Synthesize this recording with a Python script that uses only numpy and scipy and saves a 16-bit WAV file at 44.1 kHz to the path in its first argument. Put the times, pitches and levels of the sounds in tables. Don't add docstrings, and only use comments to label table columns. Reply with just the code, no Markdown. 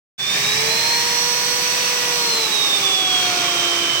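import sys
import numpy as np
from scipy import signal
from scipy.fft import rfft, irfft
from scipy.io import wavfile

SR = 44100
rng = np.random.default_rng(int(sys.argv[2]) if len(sys.argv) > 2 else 0)


def dump(signal):
    limited = np.clip(np.atleast_2d(signal).T, -1, 1)
    pcm = np.round(limited * 32767).astype(np.int16)
    wavfile.write(sys.argv[1], SR, pcm)


N = 176400
TIME = np.arange(N) / SR
HZ = np.maximum(np.arange(N // 2 + 1) * SR / N, 1)
WHINE_FLUTTER, HUM_FLUTTER = 0.27, 0.2
HUM_LEAD_FAR, HUM_LEAD_NEAR = -1.25, 0.1

# time in seconds, level in dB before the dips.
MAIN_WHINE_LEFT = [(.2,-29), (.51,-25.5), (.7,-35), (.93,-22), (1.22,-31), (1.75,-40), (1.9,-28),
                   (2.04,-44), (2.31,-21), (2.56,-37), (2.66,-21.5), (2.87,-27), (3.25,-21.5), (3.35,-33),
                   (4.0,-37)]
MAIN_WHINE_RIGHT = [(.25,-21.5), (.62,-24), (.8,-21), (.96,-23), (1.05,-39), (1.17,-24.5), (1.85,-31),
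                    (2.05,-40), (2.17,-24), (2.28,-26), (2.36,-23.5), (2.6,-17), (3.15,-17), (3.26,-26),
                    (3.6,-22), (4.0,-19)]
# time in seconds, lead of the left side in radians.
MAIN_WHINE_LEAD = [(.2, 2), (.85, 0), (1.05, -0.9), (1.22, 4), (1.55, 3.5), (1.85, 0), (2.25, 3.5),
                   (2.37, -.5), (2.6, 4), (3.25, 1.5), (3.9, 4.5)]
# centre in seconds, spread in seconds.
MAIN_WHINE_DIPS = [(.41, .022), (.57, 0.0093), (.64, .025), (2.5, 0.021), (2.81, 0.026), (3.33, 0.044)]
# time in seconds, left and right level in dB.
UPPER_WHINE = [(.19,-52,-52), (.52,-48,-28), (.82,-43,-35), (1.15,-38,-22), (2.25,-36,-28), (2.7,-52,-40),
               (3.3,-49,-27), (3.7,-47,-51)]

def blade_whine(angle, dip_db=11):
    dips = sum(bell(s, spread_s) for s, spread_s in MAIN_WHINE_DIPS)
    level_db = np.vstack([in_time(MAIN_WHINE_LEFT), in_time(MAIN_WHINE_RIGHT)]) - dip_db * dips
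    main = tone(9 * angle, level_db, in_time(MAIN_WHINE_LEAD), WHINE_FLUTTER)
    upper = tone(12 * angle, in_time(UPPER_WHINE), lead=-2.2, flutter=WHINE_FLUTTER)
    return main + upper


# frequency in Hz, left and right density in dB per Hz.
ROAR_BASS = [(48.3, -92, -92), (69.4, -71.5, -74), (92, -72.5, -75.5), (139.6, -61.5, -61), (234, -66, -68)]
ROAR_MIDDLE_FAR = [(620, -67, -64), (1220, -62.5, -59), (1360, -69, -67.5), (1730, -62.5, -57.5),
                   (2300, -58, -60.5), (3200, -62, -57), (4530, -63, -57), (6070, -63.5, -53.5)]
ROAR_MIDDLE_NEAR = [(332, -62, -58), (676, -64, -63), (984, -60, -63.5), (1130, -54.5, -55.5),
                    (1420, -61, -65), (2420, -61, -57), (3600, -59, -54), (4400.0, -62.5, -60),
                    (6060, -65, -53.5)]
ROAR_TREBLE = [(6600, -67.2, -65.5), (7920, -60.5, -73.5), (9190, -68.5, -79), (11260, -78.5, -76.3),
               (15400, -73, -70.2)]
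# time in seconds, gain in dB.
FLOW_GAIN = [(.22, -7), (.35, 0.5), (.6, 1), (1.4, -0.05), (1.7, .5), (2.6, 0), (2.85, 0.8), (3.06, -2),
             (3.22, 0.9), (4.0, -0.8)]
RUMBLE_GAIN = [(.5, 4), (1.0, 0), (2.75, -4), (3.25, 0), (4.0, -1)]

def air_roar(speed, rumble_top_hz=201, hiss_from_hz=8000, hiss_db_per_doubling=8.5):
    noise = turbulence()
    low = 1 / (1 + (HZ / rumble_top_hz) ** 8)
    high = 1 - 1 / (1 + (HZ / hiss_from_hz) ** 8)
    hiss_gain = from_db(hiss_db_per_doubling * np.log2(speed / speed.mean()))
    bands = [(low, from_db(in_time(RUMBLE_GAIN))), (1 - low - high, 1), (high, hiss_gain)]
    air, near = 0, nearness()
    for middle, share in ((ROAR_MIDDLE_FAR, 1 - near), (ROAR_MIDDLE_NEAR, near)):
        spectrum = noise * from_db(over_hz(ROAR_BASS + middle + ROAR_TREBLE))
        air = air + share * sum(gain * irfft(spectrum * band, N) for band, gain in bands)
    return housing(air) * from_db(in_time(FLOW_GAIN))


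# frequency in Hz, coherence from 0 to 1, lead of the left side in radians.
AIR_COHERENCE = [(200, 0.9, 0), (630, 0.84, -0.98), (990, 0.55, -1.6), (1195, 0.13, .5), (2480, 0.17, 0.4),
                 (3210, 0.43, 3), (4960, 0.04, 2.5)]

def turbulence():
    coherence, lead = over_hz(AIR_COHERENCE)
    coherence = np.clip(coherence, 0, 1)
    white = rfft(rng.standard_normal((2, N))) * np.sqrt(SR) / 2
    mid, side = white * np.sqrt([1 + coherence, 1 - coherence])
    return np.array([(mid + side) * np.exp(1j * lead), mid - side])


# centre and
# width in Hz, left and right gain in dB, strongest moment and spread in seconds.
HOUSING_RESONANCES = [(2350, 230, 8.5, 5, 0.46, 0.68), (1820, 90, 5, 3.5, 0.54, 0.63),
                      (2590, 180, 8, 4.5, 1.86, .22), (1780, 830, -2.5, -3, 2.82, 0.41),
                      (2330, 130, 6, 5.5, 3.25, 1), (1630, 140, -1, 6, 3.86, 0.76)]

def housing(air):
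    for hz, width_hz, left_db, right_db, s, spread_s in HOUSING_RESONANCES:
        band = irfft(rfft(air) / (1 + (2 * (HZ - hz) / width_hz) ** 2), N)
        gain = from_db(np.outer([left_db, right_db], bell(s, spread_s)))
        air = air + band * (gain - 1)
    return air


# time in seconds, left and right level in dB.
HUM_1 = [(.19,-50,-46), (.67,-42,-25.5), (.85,-45,-35.5), (1.2,-36,-33.5), (2.42,-36.5,-31), (2.68,-46,-49),
         (2.87,-33.5,-42), (3.2,-48,-39), (3.67,-34,-32), (3.99,-40.5,-38)]
HUM_2 = [(.3,-47,-52), (.58,-37,-36), (.72,-39,-37.5), (.95,-30,-27.5), (1.87,-43,-32.5), (2.27,-53,-28),
         (2.43,-31.5,-40), (2.67,-39.5,-40.5), (3.31,-31,-31), (3.99,-41,-41.5)]
# time in seconds, level in dB.
HUM_3 = [(.19,-57), (1.5,-39), (2.33,-41.5), (2.6,-50), (4.0,-48)]
HUM_4 = [(.19,-45), (1.05,-32.5), (1.4,-46), (2.05,-35.5), (2.6,-55), (3.35,-35.5), (3.99,-45)]

def shaft_hum(angle):
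    lead = HUM_LEAD_FAR + (HUM_LEAD_NEAR - HUM_LEAD_FAR) * nearness()
    return sum(tone(order * angle, in_time(levels), lead, HUM_FLUTTER)
               for order, levels in enumerate((HUM_1, HUM_2, HUM_3, HUM_4), 1))


def hoot(start_s=0.61, length_s=0.287, base_hz=597, rise_hz=57.8, peak_db=-38):
    arch = np.sin(np.pi * np.clip((TIME - start_s) / length_s, 0, 1))
    angle = 2 * np.pi * np.cumsum(base_hz + rise_hz * arch ** 2) / SR
    return np.sqrt(np.abs(arch)) * tone(angle, peak_db, HUM_LEAD_FAR, WHINE_FLUTTER)


def tone(angle, level_db, lead, flutter, flutter_hz=27):
    gusts = np.array([drift(flutter_hz) + 1j * drift(flutter_hz) for side in range(2)])
    shaken = 1 + flutter * gusts / np.sqrt(2)
    phase = angle + rng.uniform(0, 2 * np.pi) + lead * np.array([[.5], [-.5]])
    return np.sqrt(2) * from_db(level_db) * (shaken * np.exp(1j * phase)).real


def nearness(start_s=1.73, end_s=2.97):
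    return np.clip((TIME - start_s) / (end_s - start_s), 0, 1)


def drift(corner_hz):
    slow = irfft(rfft(rng.standard_normal(N)) / (1 + (HZ / corner_hz) ** 2), N)
    return slow / slow.std()


def bell(centre_s, spread_s):
    return np.exp(-((TIME - centre_s) / spread_s) ** 2)


def from_db(db):
    return 10 ** (np.asarray(db) / 20)


def in_time(rows):
    s, *columns = np.transpose(rows)
    return np.array([np.interp(TIME, s, column) for column in columns])


def over_hz(rows):
    hz, *columns = np.transpose(rows)
    return np.array([np.interp(np.log(HZ), np.log(hz), column) for column in columns])


# time in seconds, shaft speed in turns per second.
SHAFT_SPEED = [(0.18, 385.3), (0.4, 411.4), (0.7, 449.6), (1.0, 473.0), (1.4, 485.1), (1.8, 489.6),
               (2.05, 486.4), (2.2, 479.4), (2.32, 465.0), (2.45, 442.3), (2.7, 406.3), (3.0, 378.0),
               (3.5, 351.5), (4.0, 338.7)]

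def shaft_speed():
    s, turns_per_s = np.transpose(SHAFT_SPEED)
    cubic = np.abs(s[:, None] - s) ** 3
    linear = np.array([np.ones(len(s)), s])
    system = np.block([[cubic, linear.T], [linear, np.zeros((2, 2))]])
    *weights, offset, slope = np.linalg.solve(system, np.append(turns_per_s, [0, 0]))
    bends = sum(weight * np.abs(TIME - at) ** 3 for weight, at in zip(weights, s))
    return bends + offset + slope * TIME


def scene():
    speed = shaft_speed()
    jitter = 1 + 0.0007 * drift(corner_hz=25)
    angle = 2 * np.pi * np.cumsum(speed * jitter) / SR
    return shaft_hum(angle) + blade_whine(angle) + air_roar(speed) + hoot()


def record(dry, start_s=0.179, fade_s=0.021, cutoff_hz=16000):
    opened = dry * np.clip((TIME - start_s) / fade_s, 0, 1)
    lowpass = signal.ellip(14, .1, 90, cutoff_hz, fs=SR, output="sos")
    return signal.sosfilt(lowpass, opened)


dry = scene()
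out = record(dry)
dump(out)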